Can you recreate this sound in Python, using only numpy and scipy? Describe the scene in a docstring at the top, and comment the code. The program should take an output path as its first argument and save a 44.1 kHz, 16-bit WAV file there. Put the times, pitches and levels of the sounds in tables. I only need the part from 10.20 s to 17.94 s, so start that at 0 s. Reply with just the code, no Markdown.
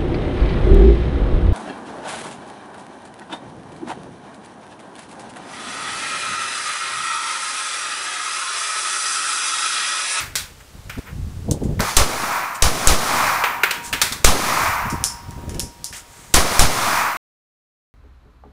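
"""Knocks on wood and wind rumbling on a small microphone, then six close pistol shots under a shelter.
Each blast throws the membrane off centre and clips, reverberates in the wooden shelter and returns
from the berms. Between shots come snaps and scuffs, struck metal rings on in its modes, and spent
brass cases tinkle on the hard floor. A faint hiss lies under it all."""
import sys
import numpy as np
from scipy import signal
from scipy.fft import rfft, irfft, next_fast_len
from scipy.io import wavfile
from scipy.ndimage import uniform_filter1d

SR = 44100
rng = np.random.default_rng(int(sys.argv[2]) if len(sys.argv) > 2 else 0)


def inscribe(sig):
    """Save sig as 16-bit PCM at rate SR to the path in sys.argv[1].

    A 1-D sig is mono; a 2-D sig holds one channel per row.
    Samples are clipped to [-1, 1] before scaling.
    """
    pcm = np.round(np.clip(np.atleast_2d(sig).T, -1, 1) * 32767)
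    wavfile.write(sys.argv[1], SR, pcm.astype(np.int16))


N = 341334

# Noise spectra, each with columns: frequency_hz, relative_density_db
HISS_SPECTRUM = [(150, -42), (250, -5), (302, -10), (399, -4.5), (885, -2.5), (949, -5), (1090, -3.5),
                 (2070, -9), (3660, -10), (8130, -12.5), (15700, -22)]  # steady background
WOOD_SPECTRUM = [(240, -43.5), (400, -15.5), (754, -14.5), (1390, -8.5), (1980, -7), (2210, -9.5),
                 (2650, -8), (2870, -9.5), (6000, -37), (7800, -66), (13200, -120)]  # dull body of a contact
CLACK_SPECTRUM = [(1530, -32.5), (2600, -5.5), (3050, -18), (3210, 1), (3680, 2.5), (6660, -1.5),
                  (9560, -3.5), (15700, -14)]  # bright edge of a knock
SIZZLE_SPECTRUM = [(6760, -37.5), (11500, -9.5), (14500, 2), (15200, -3.5), (15700, -11.5)]  # thin treble riding on the mid tones
RUMBLE_SPECTRUM = [(12, -43.5), (20, -3), (82, 2.5), (124, -4), (161, -6), (268, -21), (300, -25),
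                   (390, -60), (660, -120)]  # low push of the wind
FLUTTER_SPECTRUM = [(71, -37.5), (120, -6), (199, -2.5), (450, -9), (993, -28.5), (1380, -51.5),
                    (1500, -42.5), (1950, -73.5), (3300, -120)]  # higher flutter of the wind
RUB_SPECTRUM = [(1760, -35.5), (3000, -10), (5220, -7.5), (7080, -1.5), (8900, -3), (12500, -16.5),
                (15700, -18)]  # snaps and scuffs
BOOM_SPECTRUM = [(24, -46), (40, -11.5), (96, -2), (297, -3), (337, -3.5), (433, -4.5), (800, -2.5),
                 (1040, -26.5), (1760, -120)]  # reverberation of the shelter
NEAR_ECHO_SPECTRUM = [(260, -50.5), (450, -26.5), (655, -7), (870, -3.5), (1070, -0.5), (1280, -0.5),
                      (1480, -5.5), (2430, -8), (2700, -17), (3510, -44), (5940, -120)]  # return from the near berms
FAR_ECHO_SPECTRUM = [(260, -43.5), (450, -28.5), (540, -31.5), (696, -12), (784, -10), (964, 3.5),
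                     (2290, -12), (3000, -18), (3900, -56.5), (6600, -120)]  # duller return from farther off
FIZZ_SPECTRUM = [(1410, -29), (2400, -8.5), (2740, -4.5), (3850, -3), (5970, -3), (7990, -7.5), (8780, -7),
                 (10400, -7), (12400, -15), (14400, -19), (15200, -14.5), (15700, -24.5)]  # bullet crack and treble of the roar
BLAST_SPECTRUM = [(180, -18.5), (300, -8), (2460, -14.5), (4310, -20.5), (5810, -12), (7960, -8),
                  (14900, -32), (15700, -33)]  # muzzle blast
BRASS_SPECTRUM = [(1760, -50), (3000, -21.5), (4180, -17.5), (5370, -9), (5830, -5.5), (7960, -9.5),
                  (10700, -9.5), (11800, -18.5), (14600, -25), (15700, -22)]  # bright edge of a case landing

# Knocks on wood: start_s, tick_db, dull_over_bright_db, tail_db, contact_s, wood_pitch_ratio
KNOCKS = [(0.0, -19, 0.5, -5, 0.0045, 0.93), (0.154, -6.5, -7, -13, 0.0023, 0.98),
          (0.1591, -3.5, -15.5, -25, .0012, 0.8), (0.6951, -21.5, 7.5, -12.5, 0.0067, 1.01),
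          (0.7536, -31, 9, -16, .0052, .92), (0.781, -34.5, 0.5, -11, .008, .76),
          (1.5931, -14, 15.5, -12, 0.008, 0.66), (1.604, -6, -4.5, -20.5, .0043, .82),
          (3.238, -2.5, 12.5, -15.5, 0.0058, 0.97), (3.4336, -1.5, 12.5, -16, .0091, .97),
          (3.5084, -8.5, 3.5, -14, .007, 1.08), (3.7266, -8.5, 5, -15, 0.019, 1.08),
          (3.8146, -2, -4, -13.5, 0.01, 0.93), (3.921, -12.5, -5, -15.5, 0.013, 0.75)]
# Hollow resonances of the wood, before a contact's pitch ratio: pitch_hz, width_hz, level_db
BOARD_MODES = [(1470, 240, -11), (2300, 280, -11)]
# Spells of wind, one curve each: time_s, rumble_db, flutter_db
WIND_SPELLS = [
    [(0.0, -37.5, -45.5), (.35, -44.5, -55), (.75, -40.5, -56), (.87, -51, -48), (.96, -28.5, -52),
     (1.24, -27.5, -45), (1.3, -34, -25), (1.5, -21.5, -30.5), (1.72, -39.5, -51)],
    [(3.3, -57, -56), (3.6, -51, -43), (3.73, -32.5, -43.5), (3.8, -42.5, -46), (4.0, -43, -44.5)],
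    [(4.4, -35.5, -43.5), (4.62, -33, -45.5), (4.75, -32, -41), (4.92, -41.5, -54), (5.06, -39, -50),
     (5.17, -33.5, -48), (5.3, -31.5, -36.5), (5.47, -32.5, -38), (5.53, -48.5, -53), (6.08, -49, -55.5)],
]
# Dry snaps and longer scuffs: start_s, tick_db, dull_over_bright_db, tail_db, contact_s
SCUFFS = [(0.398, -40, 6, -6, 0.014), (2.34, -30.5, -25, -1, .02), (0.848, -34.5, 27, 3, 0.052),
          (1.3101, -10, -29, -14.5, 0.0025), (1.4355, -35, -9, -4, 0.0023), (3.615, -22, -9, -11, 0.07),
          (5.732, -27.5, -7, -6, .056), (5.801, -36.5, -4, 1, 0.35)]
# Single eddies: centre_s, level_db, flutter_over_rumble_db, half_width_s
BUFFETS = [(0.785, -22.5, -8, .012), (0.989, -28.5, -17, .025), (1.112, -35, -12, 0.01),
           (1.293, -17.5, -3, 0.013), (1.318, -10, 1, .005), (1.428, -22.5, 12, 0.017),
           (1.501, -22.5, -4, 0.021), (1.607, -17, -5.5, .012), (3.75, -30.5, 1, 0.014),
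           (3.92, -30.5, -3.5, .008), (4.667, -26, -11, 0.018), (4.736, -20, -2, 0.012),
           (4.812, -27.5, -13, .014), (5.091, -29.5, -11, 0.012), (5.185, -33, 2, 0.01),
           (5.31, -29, -14, .012), (5.39, -31.5, 3, .015), (5.469, -37, -6, .012)]
# A weaker roar with no blast of its own, as a curve: time_s, boom_db, echo_db, fizz_db
FAINT_ROARS = [
    [(1.612, -24.5, -26, -32.5), (1.696, -42, -25, -27.5), (1.745, -40, -32.5, -32)],
]
# Pistol shots: start_s, blast_db, crack_db, lurch_depth, lurch_s,
# then offsets to the roar: shelter_db, return_db, late_boom_db, late_fizz_db, stretch_ratio
SHOTS = [(1.7693, -3.5, -6, 0.77, 0.025, 1.5, -4, 0.36, -.6, 0.95),
         (2.425, -10, -8, 0.69, .028, -1.5, -2.5, 0.4, .6, 0.96),
         (2.6726, -6.5, -52, 0.84, 0.036, 0.5, 0.5, -0.94, -.6, 1.028),
         (4.0466, -0.5, -7.5, 1.13, 0.026, 2, 0, -0.27, -0.51, 0.98),
         (6.1424, -4.5, -5, 0.66, 0.036, 2.5, 0, -.6, .6, .97),
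         (6.3936, -5, -30.5, 1.04, 0.032, 1.5, 0, -0.091, 0.43, .95)]
# Decay curve common to all shots: delay_s, boom_db, echo_db, fizz_db
ROAR_DECAY = [(.007, -27.5, -21.5, -16), (.035, -21, -19, -18.5), (.1, -27, -27, -27.5),
              (.16, -28.5, -25, -27), (.28, -29, -20.5, -26), (.42, -34.5, -18, -28),
              (.56, -42.5, -23, -37.5), (.7, -44, -30, -46.5), (.85, -53.5, -38, -49),
              (1.05, -68, -47, -57), (1.35, -72, -49.5, -65.5)]
# Ringing of the metal: start_s, length_s, level_db, fall_db_per_s
METAL_RINGS = [(3.1, .7, -30, 11), (4.602, 1.45, -33.5, 15)]
# Cases hitting the floor: start_s, tick_db, dull_over_bright_db, tail_db, contact_s
CASE_LANDINGS = [(4.699, -21, -21, -10, 0.0023), (4.8399, 2, -20, -21, 0.00062),
                 (5.1084, -26.5, -19, -23, 0.0011), (5.2927, -24.5, -5.5, -14, .0025),
                 (5.343, -28.5, -2, -12, .0038), (5.395, -8, -30, -21, 0.0012),
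                 (5.4007, -10.5, -12, -19.5, 0.0014), (5.643, -9.5, -19.5, -19, 0.0011),
                 (5.7266, -24, -0.5, -8, .0018)]
# Modes of a brass case, before its pitch ratio: pitch_hz, level_db, t60_s
CASE_MODES = [(5500, -5.5, 0.53), (7460, -4, 0.21), (11450, -7, .33)]


def gain_of(db):
    """Amplitude grows tenfold for every 20 dB."""
    return 10 ** (np.asarray(db) / 20)


def unit_rms(x):
    """Normalisation to a mean power of 1."""
    return x / np.sqrt(np.mean(x ** 2) + 1e-20)


def noise(spectrum, count, pitch_ratio=1):
    """Spectral shaping: white noise takes on a spectrum transposed by pitch_ratio, at rms 1."""
    size = next_fast_len(count + 4096)
    hz, db = np.transpose(spectrum)
    bins_hz = np.fft.rfftfreq(size, 1 / SR)
    shape_db = np.interp(np.log(bins_hz + 1), np.log(hz * pitch_ratio), db, -100, -100)
    return unit_rms(irfft(rfft(rng.standard_normal(size)) * gain_of(shape_db), size)[:count])


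def lumps(lump_s, spread_db, count):
    """Log-normal amplitude modulation: a gain that wanders in lumps, at mean power 1."""
    size = max(round(lump_s * SR), 2)
    wander = uniform_filter1d(uniform_filter1d(rng.standard_normal(count), size), size)
    return unit_rms(gain_of(spread_db * unit_rms(wander)))


def resonate(x, hz, width_hz):
    """Forced response of one damped mode, at rms 1."""
    pole = np.exp((2j * hz - width_hz) * np.pi / SR)
    return unit_rms(signal.lfilter([1 - abs(pole)], [1, -pole], x).real)


def add(mix, start_s, sound):
    """Superposition: a sound sums into the mix from its start time."""
    part = mix[round(start_s * SR):][:len(sound)]
    part += sound[:len(part)]


def envelopes(rows, hold_s):
    """Linear interpolation of a curve, last row held: returns start time, edge fades and levels."""
    times, *columns = np.transpose(rows)
    t = np.arange(max(times[0] - .004, 0), times[-1] + hold_s, 1 / SR)
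    fade = np.minimum(1, np.minimum(t - t[0], t[-1] - t) / .003)
    return t[0], fade, [np.interp(t, times, column) for column in columns]


def contact(spectrum, tick_db, dull_db, tail_db, contact_s, *, wood_ratio, bright_ratio,
            rise_s, t60_s, treble_t60_ratio, ring_db=-np.inf):
    """Impact excitation: a rattling tick, then an exponential tail as the shelter's walls answer."""
    n = SR // 2
    t = np.arange(n) / SR
    wood = noise(WOOD_SPECTRUM, n, wood_ratio)
    hollow = sum(gain_of(db) * resonate(wood, hz * wood_ratio, width) for hz, width, db in BOARD_MODES)
    dull = gain_of(dull_db) * (unit_rms(wood + hollow) + gain_of(-15.5) * noise(SIZZLE_SPECTRUM, n))
    bright = noise(spectrum, n, bright_ratio)
    rise = 1 - np.exp(-(t / rise_s) ** 2)
    tick = (dull + bright) * rise * np.exp(-(t / contact_s) ** 2) * lumps(.00048, 2.4, n)
    modes = sum(gain_of(db - 60 * t / mode_t60_s) * resonate(bright, hz * bright_ratio, 300)
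                for hz, db, mode_t60_s in CASE_MODES)
    fall_db = -60 * t / t60_s
    tail = dull * gain_of(fall_db) + bright * gain_of(fall_db / treble_t60_ratio)
    tail += gain_of(ring_db) * modes
    tail /= np.hypot(1, gain_of(dull_db))  # dull and bright parts share the power
    build_up = rise * (1 - np.exp(-(t / .004) ** 2))
    return gain_of(tick_db) * (tick / abs(tick).max() + gain_of(tail_db) * build_up * tail)


def knock(tick_db, dull_db, tail_db, contact_s, wood_ratio):
    """Impact on wood: a longer contact rises more slowly and leaves a longer tail."""
    return contact(CLACK_SPECTRUM, tick_db, dull_db, tail_db, contact_s,
                   wood_ratio=wood_ratio, bright_ratio=1, rise_s=.00046 + .04 * contact_s,
                   t60_s=.34 + 11 * contact_s, treble_t60_ratio=.76)


def wind(rows):
    """Turbulent pressure: eddies push the membrane in lumps, with a rumble and a higher flutter."""
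    start_s, fade, (rumble_db, flutter_db) = envelopes(rows, hold_s=.05)
    n = len(fade)
    eddies = lumps(.011, 2.7, n) * lumps(.035, 2.2, n)
    rumble = gain_of(rumble_db) * noise(RUMBLE_SPECTRUM, n)
    flutter = gain_of(flutter_db) * noise(FLUTTER_SPECTRUM, n)
    return start_s, fade * eddies * (rumble + flutter)


def scuff(tick_db, dull_db, tail_db, contact_s):
    """Friction noise: a brief contact snaps, a long one swells into a scuff."""
    return contact(RUB_SPECTRUM, tick_db, dull_db, tail_db, contact_s,
                   wood_ratio=.85, bright_ratio=.99, rise_s=.0001 + .6 * contact_s,
                   t60_s=.12 + 1.8 * contact_s, treble_t60_ratio=1)


def buffet(centre_s, level_db, flutter_db, half_width_s):
    """A pressure pulse: one eddy hits the microphone head-on, under a Gaussian envelope."""
    t = np.arange(-4 * half_width_s, 4 * half_width_s, 1 / SR)
    rumble = noise(RUMBLE_SPECTRUM, len(t), pitch_ratio=1.4)
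    flutter = gain_of(flutter_db) * noise(FLUTTER_SPECTRUM, len(t))
    swell = np.exp(-(t / half_width_s) ** 2)
    push = unit_rms(swell * (rumble + flutter)) * np.sqrt(np.mean(swell ** 2))
    return centre_s + t[0], gain_of(level_db) * push


def roar(rows):
    """Reverberation: countless reflections merge into clumped noise; far ones come later and duller."""
    start_s, fade, (boom_db, echo_db, fizz_db) = envelopes(rows, hold_s=.022)
    n = len(fade)
    far_share = 1 - np.exp(-(np.arange(n) / SR / .73) ** 2)
    boom = gain_of(boom_db) * noise(BOOM_SPECTRUM, n) * lumps(.0122, 1.5, n)
    near = np.sqrt(1 - far_share) * noise(NEAR_ECHO_SPECTRUM, n)
    far = np.sqrt(far_share) * noise(FAR_ECHO_SPECTRUM, n)
    sizzle = gain_of(-18.5) * noise(SIZZLE_SPECTRUM, n)
    fizz = gain_of(fizz_db) * noise(FIZZ_SPECTRUM, n) * lumps(.0044, .27, n)
    echo = gain_of(echo_db) * (near + far + sizzle) * lumps(.0027, .71, n) * lumps(.045, .25, n)
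    return start_s, fade * (boom + echo + fizz)


def shot(blast_s, blast_db, crack_db, lurch_depth, lurch_s):
    """Shock waves: bullet crack, then muzzle blast; the membrane lurches, shudders and overshoots."""
    n, lead = SR // 2, round(.0026 * SR)  # the crack leads the blast
    t = np.arange(n) / SR
    sound = gain_of(crack_db) * np.exp(-t / .0028) * noise(FIZZ_SPECTRUM, n)
    blast_decay = np.exp(-(t / .0028) ** 4) + .35 * np.exp(-t / .01)
    blast = gain_of(blast_db) * blast_decay * noise(BLAST_SPECTRUM, n)
    overshoot = .27 * np.exp(-(t / (4.5 * lurch_s)) ** 2)
    lurch = lurch_depth * (1 - np.exp(-t / .0017)) * (overshoot - np.exp(-(t / lurch_s) ** 2))
    shudder = noise([(30, -28), (50, 4), (80, -11.5), (200, -19)], n)
    shudder *= np.exp(-((t - .04) / .022) ** 2)
    shudder *= gain_of(-11) / abs(shudder).max()
    sound[lead:] += (blast + lurch + shudder)[:-lead]
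    return blast_s - lead / SR, sound


def roar_curve(blast_s, next_s, shelter_db, return_db, late_boom_db, late_fizz_db, stretch_ratio):
    """Energy decay of one shot: the berms take over from the shelter; the next shot cuts it short."""
    takeover_s = .17
    delays, *levels = np.transpose(ROAR_DECAY)
    delays = delays * stretch_ratio
    end_s = min(delays[-1], next_s - blast_s - .022)
    t = np.append(delays[delays < end_s], end_s)
    late = np.minimum(t / takeover_s, 1)
    curves = [np.interp(t, delays, db) + (1 - late) * shelter_db + late * (return_db + extra_db)
              for db, extra_db in zip(levels, (late_boom_db, 0, late_fizz_db))]
    return np.transpose([blast_s + t, *curves])


def ringing_metal(start_s, length_s, level_db, fall_db_per_s):
    """Free vibration: struck metal sings on, with a weaker, lower partner and a wavering overtone."""
    modes_hz = 945, 770, 15052
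    decay = [(start_s, level_db), (start_s + length_s, level_db - fall_db_per_s * length_s)]
    onset_s, fade, (db,) = envelopes(decay, hold_s=.085)
    n = len(fade)
    main, lower, overtone = np.sin(2 * np.pi * np.outer(modes_hz, np.arange(n) / SR))
    main *= lumps(.06, 1.6, n)
    lower *= gain_of(-10) * lumps(.04, 4, n)
    overtone *= gain_of(-21) * lumps(.01, 4, n)
    return onset_s, fade * gain_of(db) * (main + lower + overtone)


def case_landing(tick_db, dull_db, tail_db, contact_s):
    """Modal ringing: a brass case strikes the hard floor, and harder blows ring more."""
    return contact(BRASS_SPECTRUM, tick_db, dull_db, tail_db, contact_s,
                   wood_ratio=1.22, bright_ratio=.95, rise_s=.0007 + .35 * contact_s,
                   t60_s=.29, treble_t60_ratio=.83, ring_db=-8 + .36 * tick_db)


def scene():
    """Linear superposition of every source at one microphone."""
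    mix = gain_of(-49) * noise(HISS_SPECTRUM, N)
    next_starts = [row[0] for row in SHOTS[1:]] + [np.inf]
    for (blast_s, *settings), next_s in zip(SHOTS, next_starts):
        direct, reflected = settings[:4], settings[4:]
        add(mix, *shot(blast_s, *direct))
        add(mix, *roar(roar_curve(blast_s, next_s, *reflected)))
    for source, table in ((ringing_metal, METAL_RINGS), (buffet, BUFFETS)):
        for row in table:
            add(mix, *source(*row))
    for source, table in ((case_landing, CASE_LANDINGS), (knock, KNOCKS), (scuff, SCUFFS)):
        for start_s, *settings in table:
            add(mix, start_s, source(*settings))
    for source, curves in ((roar, FAINT_ROARS), (wind, WIND_SPELLS)):
        for curve in curves:
            add(mix, *source(curve))
    return mix[None]


def record(dry):
    """Capacitive coupling drains steady pressure; hard clipping, an abrupt stop and a low-pass follow."""
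    coupling_hz, clip_level, stop_s, band_limit_hz = 1.5, .97, 6.9695, 15860
    coupled = signal.lfilter(*signal.butter(1, coupling_hz, "high", fs=SR), dry)
    clipped = np.clip(coupled, -clip_level, clip_level)
    stopped = clipped * (np.arange(N) < stop_s * SR)
    low_pass = signal.firwin(511, band_limit_hz, window=("kaiser", 9), fs=SR)
    return signal.oaconvolve(stopped, low_pass[None], "same")


dry = scene()
out = record(dry)
inscribe(out)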